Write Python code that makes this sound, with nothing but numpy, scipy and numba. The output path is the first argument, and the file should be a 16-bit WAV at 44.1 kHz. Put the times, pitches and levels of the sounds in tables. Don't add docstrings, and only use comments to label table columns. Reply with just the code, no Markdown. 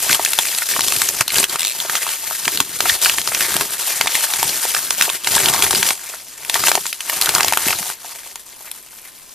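import sys
import numpy as np
from scipy import signal
from scipy.fft import rfft, irfft
from scipy.io import wavfile
from scipy.ndimage import uniform_filter1d
from numba import njit

SR = 44100
rng = np.random.default_rng(int(sys.argv[2]) if len(sys.argv) > 2 else 0)


def dump(signal):
    limited = np.clip(np.atleast_2d(signal).T, -1, 1)
    pcm = np.round(limited * 32767).astype(np.int16)
    wavfile.write(sys.argv[1], SR, pcm)


def linear_from_db(decibels):
    return 10 ** (np.asarray(decibels, float) / 20)


N = 411894

# time in seconds, crinkle level in dB.
REST = [(0, -21.5), (.67, -26), (1.26, -29), (1.5, -28), (2.2, -26.5), (2.72, -30), (3.2, -25.5),
        (4.86, -25), (5.19, -27), (5.42, -19), (5.9, -18.5), (5.99, -33), (6.4, -40), (7.0, -36.5),
        (7.3, -25), (7.9, -25.5), (7.97, -40), (9.34, -41.5)]
REST_PANEL_DB, REST_FLAP_DB = -11, -26
# start in seconds, held for seconds, crinkle level in dB, panels minus crinkle in dB.
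GRIPS = [(.1, 0.016, -18, -9), (.3, .27, -27, -13), (.62, 0.0054, -23.5, -15), (.71, 0.23, -21.5, -13.5),
         (0.898, 0.17, -21, -10.5), (1.203, 0.011, -21, -6.5), (1.39, 0.0068, -16.5, -8.5),
         (1.52, 0.076, -30.5, -4), (1.93, 0.14, -23.5, -7.5), (2.35, .25, -26.5, -11.5),
         (2.901, 0.028, -15.5, -9.5), (3.04, 0.06, -17.5, -11), (3.35, 0.27, -22.5, -6),
         (3.9, 0.0082, -19, -9.5), (4.14, 0.089, -19.5, -10.5), (4.35, .4, -22.5, -11),
         (5.02, 0.0036, -18.5, -10), (5.35, 0.013, -17, -9), (5.47, 0.15, -29, 1.5), (6.1, 0.025, -29, -9),
         (6.551, 0.022, -19.5, -8.5), (6.67, 0.035, -16.5, -9.5), (6.8, 0.11, -27, -20),
         (7.12, 0.013, -22.5, -9), (7.27, 0.18, -23, -4), (7.679, 0.0034, -20, -8), (8.07, 0.22, -36, -9),
         (8.66, 0.0082, -39.5, -4), (9.03, 0.039, -44, -4)]
GRIP_RISE_DB_S, GRIP_FALL_DB_S = 135, 147
# start in seconds, held for seconds, level in dB.
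FLAPS = [(.12, 0.086, -41.5), (.81, 0.35, -39.5), (1.38, 0.055, -34), (1.89, 0.074, -55),
         (2.57, 0.0085, -38), (2.86, 0.07, -37.5), (3.1, 0.44, -42.5), (3.56, 0.035, -38), (4.04, .02, -45),
         (4.44, .02, -38.5), (4.6, 0.45, -50), (5.35, 0.45, -32.5), (6.56, 0.19, -39.5), (7.3, 0.19, -35.5),
         (7.7, 0.02, -37.5)]
FLAP_RISE_DB_S, FLAP_FALL_DB_S = 106, 114
# start in seconds, length in seconds, level change in dB.
PAUSES = [
    (1.223, 0.069, -7.5),
    (1.453, 0.027, -6.5),
    (5.173, 0.064, -5.5),
    (2.965, 0.051, -5.5),
]
PAUSE_EDGE_S = 0.004

# lowest frequency in Hz, highest frequency in Hz.
BANDS = [(2500, 14500), (500, 2500), (40, 500)]
# frequency in Hz, density in dB per Hz.
PAPER = [(50, -6.5), (150, -9), (400, 2.5), (550, -14.5), (800, -11.5), (1500, -8.5), (3000, -5),
         (6000, -3.5), (10000, -2.5), (14500, -8)]

# time in
# seconds, crack level in dB, strongest panel in Hz.
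CRACKS = [(.146, 4.5, 3050), (.2483, 7.5, 6380), (.3322, 4, 2476), (.5836, .5, 8000), (.6852, -19, 7600),
          (.8066, 4, 10800), (.963, 1, 9700), (1.2785, 1, 4000), (1.3557, 1, 2840), (1.3826, 5, 4500),
          (1.4955, -4.5, 4500), (1.6484, 2, 3950), (1.801, -1.5, 3500), (2.8922, 0, 3470),
          (3.047, 5.5, 4700), (1.3423, -2, 6230), (4.4917, -2.5, 4530), (5.3505, 2.5, 3400),
          (5.4575, 8.5, 3050), (5.485, 4.5, 3060), (5.5366, 3.5, 1880), (5.6226, 6.5, 2510),
          (5.748, 3, 4570), (5.8645, -2, 3330), (6.8643, -3.5, 7160), (7.2209, 2.5, 4060),
          (7.349, 8.5, 7200), (7.481, 5, 2480), (7.5022, -16, 824), (8.7135, -9.5, 10300)]
# time in seconds, crack level
# in dB, strongest panel in Hz.
FOLDS = [(.8819, 1.5, 3480), (1.0868, 4.5, 6330), (2.4533, -2, 2840), (2.573, 0.5, 4150),
         (2.602, 9.5, 1170), (2.8042, 6, 1250), (3.1592, -15, 3350), (3.2146, -4.5, 3400), (3.5647, 4, 760),
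         (4.146, -5, 3530), (4.428, 4.5, 910), (4.7472, 4, 1570), (4.9057, 4.5, 5700), (5.0214, 7, 5100),
         (5.2445, -3.5, 3380), (5.6424, -1, 2850), (5.7075, 4, 1250), (5.8873, 4, 2170), (6.4965, 4, 3670),
         (6.5414, 5, 2050), (6.7518, 6.5, 870), (6.9275, -3, 2600), (7.258, 3.5, 3700), (7.2902, 5.5, 1310),
         (7.4306, 2.5, 5140), (7.445, 3, 810)]
# time in seconds, crack level in dB, strongest panel in Hz.
POPS_OPENING = [(.0184, -18, 10300), (.1277, 6, 2430), (.3872, 9.5, 3550), (.4528, -4, 1860),
                (.5474, -5, 4930), (.792, -0.5, 1260), (.9213, 1, 2850), (1.0168, 4.5, 7900),
                (1.2076, 6.5, 2450), (1.4284, -1, 2480), (1.4402, 5.5, 3100), (1.5565, -1.5, 1230),
                (1.896, -1.5, 1480), (1.9523, .5, 1780), (2.0898, -5.5, 3050), (2.478, 4.5, 1980),
                (3.0957, 3.5, 2730), (3.1825, 2, 2030), (3.2737, 1, 4870), (3.3465, 2, 5700),
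                (3.4071, -1.5, 1890), (3.6091, -1.5, 1058), (4.0099, 8, 2170), (4.0588, -6.5, 860),
                (4.0713, 2, 1990), (4.152, 4, 2100), (4.336, 1, 3900)]
# time in seconds, crack level in dB, strongest panel in Hz.
POPS_EMPTYING = [(5.01, 6.5, 2460), (5.0988, 0, 3570), (5.2712, 1.5, 2200), (5.7291, -2, 1590),
                 (5.8276, 5, 2730), (5.905, 2.5, 2330), (6.377, -18, 7500), (6.4317, -19, 1580),
                 (6.4481, -9.5, 2470), (6.6371, 1.5, 1330), (6.67, 2, 2320), (6.6819, 4.5, 6570),
                 (6.7155, 5.5, 1230), (6.855, -7.5, 1380), (7.0055, -4.5, 3100), (7.0963, 0, 2080),
                 (7.2123, 5, 4440), (7.35, -1, 1360), (7.3817, 0, 1270), (7.4058, 5, 1700),
                 (7.5229, 0, 930), (7.5338, 1.5, 2430), (7.572, 4, 1180), (7.6828, 2, 2480),
                 (7.7053, -2.5, 2600), (7.827, -10, 1850), (7.8994, -10, 1410), (8.356, -10, 6740)]
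CRACK_PANEL_DB, FOLD_PANEL_DB, POP_PANEL_DB = -7.5, -5.5, 1

# time in seconds, level in dB, leading panel in Hz.
TICKS = [(0.094, -6, 2650), (0.195, -12.5, 670), (0.261, -4.5, 2600), (0.621, -12.5, 1430),
         (0.817, -4, 4970), (0.937, -8, 9600), (1.042, -8, 9560), (1.292, -10, 4500), (1.303, -5, 4160),
         (1.363, -8, 2900), (1.399, 6.5, 8790), (1.85, -19, 666), (1.965, -2.5, 6100), (2.066, -15, 1270),
         (2.856, -8.5, 1340), (2.896, 1.5, 3530), (3.058, -3, 2960), (2.31, -18.5, 1240), (3.318, -16, 775),
         (4.076, -2, 3570), (4.691, -11, 8900), (4.765, -9, 1720),
         (5.092, -9.5, 2620), (5.367, -13, 830), (5.38, -4.5, 3440), (5.458, -15, 2920),
              (5.623, 2, 7300), (5.756, -2, 4800), (6.138, -23, 1380), (6.555, -7, 1880),
              (6.689, -13, 6740), (6.775, -10.5, 795), (7.128, -15.5, 1150), (7.272, -9.5, 1480),
              (7.36, -8, 1300), (7.398, -9, 1160), (7.727, -6.5, 2580), (8.93, -37, 1400),
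         (0.737, -12.5, 1800),
    (0.763, -13, 1160),
    (4.269, -18, 1690),
    (4.652, -15.5, 756),
    (5.079, -14, 805),
    (8.046, -29.5, 840),
    (8.263, -34, 1030),
    (8.607, -36, 796),
    (8.673, -32, 2640),
]
# time in seconds, level in dB, pitch in Hz.
THUMPS = [(0.1, -24, 265), (0.788, -26.5, 264), (0.967, -36, 119.5), (1.206, -30.5, 122), (1.432, -32, 280),
          (2.47, -28, 254), (2.608, -21, 277), (2.917, -38, 72.7), (3.555, -23, 234), (4.001, -38, 231),
          (4.451, -35, 140), (5.36, -27, 229), (6.674, -35, 272), (7.666, -20, 263), (7.807, -33, 201)]
# start in seconds, number of ticks, first rate per second,
# last rate per second, unevenness from 0 to 1, panel in Hz, level in dB.
ZIPS = [
    (.686, 14, 290, 290, .2, 7900, -8),
    (1.581, 5, 76, 88, .01, 3800, -6),
    (1.651, 8, 98, 128, .02, 3800, -8),
]

# time in seconds, resonance level in dB.
POCKET = [
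    (0, -18),
    (3.4, -14),
    (4.4, 1),
    (5.2, -21),
    (5.4, 5.5),
    (5.9, 0),
    (6.8, -17),
    (7.6, 0.5),
    (9.34, -12.5),
]
POCKET_HZ, POCKET_WIDTH_HZ = 820, 190
ROOM_T60_S, ROOM_DB, ROOM_DULL_HZ = 0.058, -12.5, 6530
MOTOR_HZ, MOTOR_DB = 1030, -60

# frequency in Hz, phase in radians.
PORT_LEAD = [(0, 0), (4000, -.1), (8000, -.9), (10300, -1.2), (14700, -2.8)]
# frequency in Hz, side gain in dB.
PORT_WIDTH = [(100, -13), (700, -14), (1500, -22.5), (2500, -10.5), (4000, -7), (6000, 1), (14000, 5)]
# frequency in Hz, left minus right in dB.
PORT_TILT = [(60, 4), (110, 0), (690, .8), (1270, 0), (4290, 0.3), (7900, 1.5), (14500, 5.5)]
# frequency in Hz, density in dB per Hz.
HISS = [(25, 3), (100, -0.5), (400, 2), (1400, -7), (2500, -10), (6000, -52), (14500, -21)]
HISS_DB, TOP_HZ = -53, 14170


def read(table, hz):
    f, v = np.transpose(table)
    return np.interp(np.log(hz + 20), np.log(f + 20), v)


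def unit(x):
    return x / np.sqrt(np.mean(x ** 2))


def above(x, hz):
    return signal.sosfilt(signal.butter(2, hz, "high", fs=SR, output="sos"), x)


def colour(x, db, turn=0., lo_hz=0., hi_hz=SR):
    hz = np.fft.rfftfreq(N, 1 / SR)
    inside = (hz >= lo_hz) * (hz < hi_hz)
    return irfft(rfft(x) * linear_from_db(db) * np.exp(1j * turn) * inside, N)


def walk(rate):
    k = int(SR / rate)
    held = np.repeat(rng.standard_normal(N // k + 1), k)
    return 1.165 * uniform_filter1d(uniform_filter1d(held, k), k)[:N]


@njit
def rings(s, hz, t60, size, lag, rise):
    out = np.zeros((2, N))
    settle = np.exp(-1 / (rise * SR))
    for k in range(len(s)):
        step = np.exp((2j * np.pi * hz[k] - np.log(1000) / t60[k]) / SR)
        late = np.exp(-2j * np.pi * hz[k] * lag[k])
        z = size[k] + 0j
        start = int(s[k] * SR)
        unrisen = 1.
        for j in range(max(start, 0), min(start + int(t60[k] * SR * .8) + 2, N)):
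            unrisen *= settle
            out[0, j] += z.imag * (1 - unrisen)
            out[1, j] += (z * late).imag * (1 - unrisen)
            z *= step
    return out


def swells(s, held, db, rise_db_s, fall_db_s):
    t = np.arange(0, N, 64) / SR
    power = 0
    for at, hold, top in zip(s, held, db):
        rise_db = rise_db_s * np.maximum(at - t, 0)
        fall_db = fall_db_s * np.maximum(t - at - hold, 0)
        power = power + linear_from_db(top - rise_db - fall_db) ** 2
    return np.interp(np.arange(N) / SR, t, power)


def hands():
    t = np.arange(N) / SR
    rest = linear_from_db(np.interp(t, *np.transpose(REST))) ** 2
    s, held, db, panel_db = np.transpose(GRIPS)
    fine = rest + swells(s, held, db, GRIP_RISE_DB_S, GRIP_FALL_DB_S)
    panel = rest * linear_from_db(2 * REST_PANEL_DB) + swells(s, held, db + panel_db, GRIP_RISE_DB_S, GRIP_FALL_DB_S)
    flap = rest * linear_from_db(2 * REST_FLAP_DB) + swells(*np.transpose(FLAPS), FLAP_RISE_DB_S, FLAP_FALL_DB_S)
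    hush_db = 0
    for at, length, pause_db in PAUSES:
        to_edge = np.minimum(t - at, at + length - t)
        hush_db = hush_db + pause_db * np.clip(to_edge / PAUSE_EDGE_S, 0, 1)
    return np.sqrt([fine, panel, flap]) * linear_from_db(hush_db)


def rubbing(clump, lo_hz, hi_hz):
    hz = np.fft.rfftfreq(N, 1 / SR)
    own = np.clip(hz / 16000, 0, .95)
    mid, side = rfft(rng.standard_normal((2, N)))
    noise = irfft(mid + own * side * np.array([[1], [-1]]), N)
    return linear_from_db(1.26 * clump) * colour(noise, read(PAPER, hz), lo_hz=lo_hz, hi_hz=hi_hz)


def crinkle(place, count=4000, scatter_db=1.5, spread_s=.002, cycles=(16, 10, 3), rub_db=(1.5, -4, -2)):
    s = np.sort(rng.random(count)) * N / SR
    at = (s * SR).astype(int)
    clump = 1.9 * walk(80) + .4 * walk(30)
    size = linear_from_db(scatter_db * np.minimum(rng.exponential(size=count), 3.) + clump[at])
    lag = place[at] + 8e-6 * rng.standard_normal(count)
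    layers = []
    for (lo, hi), turns, db, panels in zip(BANDS, cycles, rub_db, (4, 2, 1)):
        pitch, delay, push = rng.random((3, panels, count))
        pitch[0] = (0.372 * walk(15)[at] + 0.11 * pitch[0]) % 1
        hz = lo * (hi / lo) ** pitch
        gain = size * hz * linear_from_db(read(PAPER, hz)) * (push - .5)
        late = s + spread_s * delay ** 2
        grains = rings(late.ravel(), hz.ravel(), (turns / hz).ravel(), gain.ravel(),
                       np.tile(lag, panels), 0.27 / hi)
        grains = unit(above(grains, 0.61 * lo))
        layers.append(unit(grains + linear_from_db(db) * unit(rubbing(clump, lo, hi))))
    return layers


def snaps(place, count=24, main_db=1.3, rest_db=-5, steps_s=.003, ring_s=0.0035, rise_s=0.00031):
    kinds = (CRACKS, CRACK_PANEL_DB), (FOLDS, FOLD_PANEL_DB), (POPS_OPENING, POP_PANEL_DB), (POPS_EMPTYING, POP_PANEL_DB)
    events = [(*row, db) for rows, db in kinds for row in rows]
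    s, crack_db, main_hz, panel_db = np.array(events).T[:, :, None]
    u = rng.random((len(s), 3, count))
    weak_hz = 750 * (14000 / 750) ** ((np.arange(count) + u[:, 0]) / count) ** 0.534
    hz = np.hstack([main_hz, weak_hz])
    large_db = np.where(hz < 2500, panel_db, 0)
    rank_db = np.r_[main_db, np.full(count, rest_db)]
    late = 0.00066 + np.hstack([0 * s, steps_s * u[:, 1] ** 1.4])
    ring = np.clip(ring_s, 5.65 / hz, 45 / hz)
    sign = np.hstack([1 + 0 * s, np.cos(2 * np.pi * u[:, 2])])
    stirred = np.sqrt(np.minimum(hz / 1700, 1))
    size = sign * linear_from_db(crack_db + large_db + rank_db) * stirred
    lag = place[(s * SR).astype(int)] + 0 * hz
    return above(rings((s + late).ravel(), hz.ravel(), ring.ravel(), size.ravel(), lag.ravel(), rise_s), 178)


def ticks(place, count=9, width_oct=0.764, main_db=4, rest_db=-1, steps_s=0.0051, cycles=18):
    s, db, main_hz = np.array(TICKS).T[:, :, None]
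    r = rng.random((len(s), 3, count))
    octaves = np.hstack([0 * s, width_oct * (4 * r[:, 0] - 1.5)])
    hz = np.clip(main_hz * 2 ** octaves, 400, 14000)
    late = np.hstack([0 * s, steps_s * r[:, 1] ** 2])
    ring = np.minimum(cycles / hz, .012)
    size = linear_from_db(db) * np.hstack([linear_from_db(main_db) + 0 * s, linear_from_db(rest_db) * np.cos(2 * np.pi * r[:, 2])])
    lag = place[(s * SR).astype(int)] + 0 * hz
    return above(rings((s + late).ravel(), hz.ravel(), ring.ravel(), size.ravel(), lag.ravel(), 0.00037), 350)


def thumps(cycles=5):
    s, db, hz = np.transpose(THUMPS)
    return rings(s, hz, cycles / hz, linear_from_db(db + 11.5), 0 * s, 0.0012)


def zips(place, scatter_db=1.5, cycles=22, fade_db=-5, rise_s=.0002):
    ratios, ratios_db = (1, 2.1, .72, 2.8, 1.5, 3.4), (0, 8, -5, 7, -2, 4)
    out = 0
    for start, count, first, last, jitter, hz, db in ZIPS:
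        count = int(count)
        r = rng.standard_normal((count, 14))
        s = start + np.cumsum((1 + jitter * r[:, 0]) / np.linspace(first, last, count))
        lag = place[(s * SR).astype(int)]
        tick_db = db + scatter_db * r[:, 1] + np.linspace(0, fade_db, count)
        for k in range(6):
            panel = np.clip(hz * ratios[k] * (1 + 0.052 * r[:, 2 + k]), 300, 14000)
            size = linear_from_db(tick_db + ratios_db[k]) * np.sign(r[:, 8 + k])
            out = out + rings(s + 0.0001 * k, panel, cycles / panel, size, lag, rise_s)
    return out


def pocket(paper):
    t = np.arange(N) / SR
    air = signal.lfilter(*signal.iirpeak(POCKET_HZ, POCKET_HZ / POCKET_WIDTH_HZ, SR), paper)
    return linear_from_db(np.interp(t, *np.transpose(POCKET))) * air


def room(x):
    t = np.arange(int(.4 * SR)) / SR
    tail = rng.standard_normal((2, len(t))) * linear_from_db(-60 * t / ROOM_T60_S) * (t > .003)
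    tail = signal.lfilter(*signal.butter(1, ROOM_DULL_HZ, fs=SR), tail)
    tail = tail / np.sqrt((tail ** 2).sum(1, keepdims=True))
    return linear_from_db(ROOM_DB) * signal.fftconvolve(x, tail, axes=1)[:, :N]


def motor():
    return linear_from_db(MOTOR_DB) * np.sin(2 * np.pi * MOTOR_HZ * np.arange(N) / SR)


def scene():
    place = 14e-6 * walk(5.5)
    bed = sum(gain * layer for gain, layer in zip(hands(), crinkle(place)))
    paper = bed + snaps(place) + ticks(place) + thumps() + zips(place)
    paper = paper + pocket(paper)
    return paper + room(paper) + motor()


def low_pass(x):
    return signal.sosfilt(signal.butter(12, 15140, fs=SR, output="sos"), x)


def record(dry):
    hz = np.fft.rfftfreq(N, 1 / SR)
    half = np.array([[1], [-1]]) / 2
    mid = dry.sum(0)
    side = colour(dry[0] - dry[1], read(PORT_WIDTH, hz))
    lead = np.interp(hz, *np.transpose(PORT_LEAD))
    ports = colour(mid / 2 + half * side, half * read(PORT_TILT, hz), half * lead)
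    hiss = linear_from_db(HISS_DB) * unit(colour(rng.standard_normal((2, N)), read(HISS, hz)))
    top_db = np.where(hz > TOP_HZ, -14 - (hz - TOP_HZ) / 15, 0)
    mix = colour(above(ports, 47) + hiss, top_db)
    return low_pass(np.clip(mix, -1, 1))


dry = scene()
out = record(dry)
dump(out)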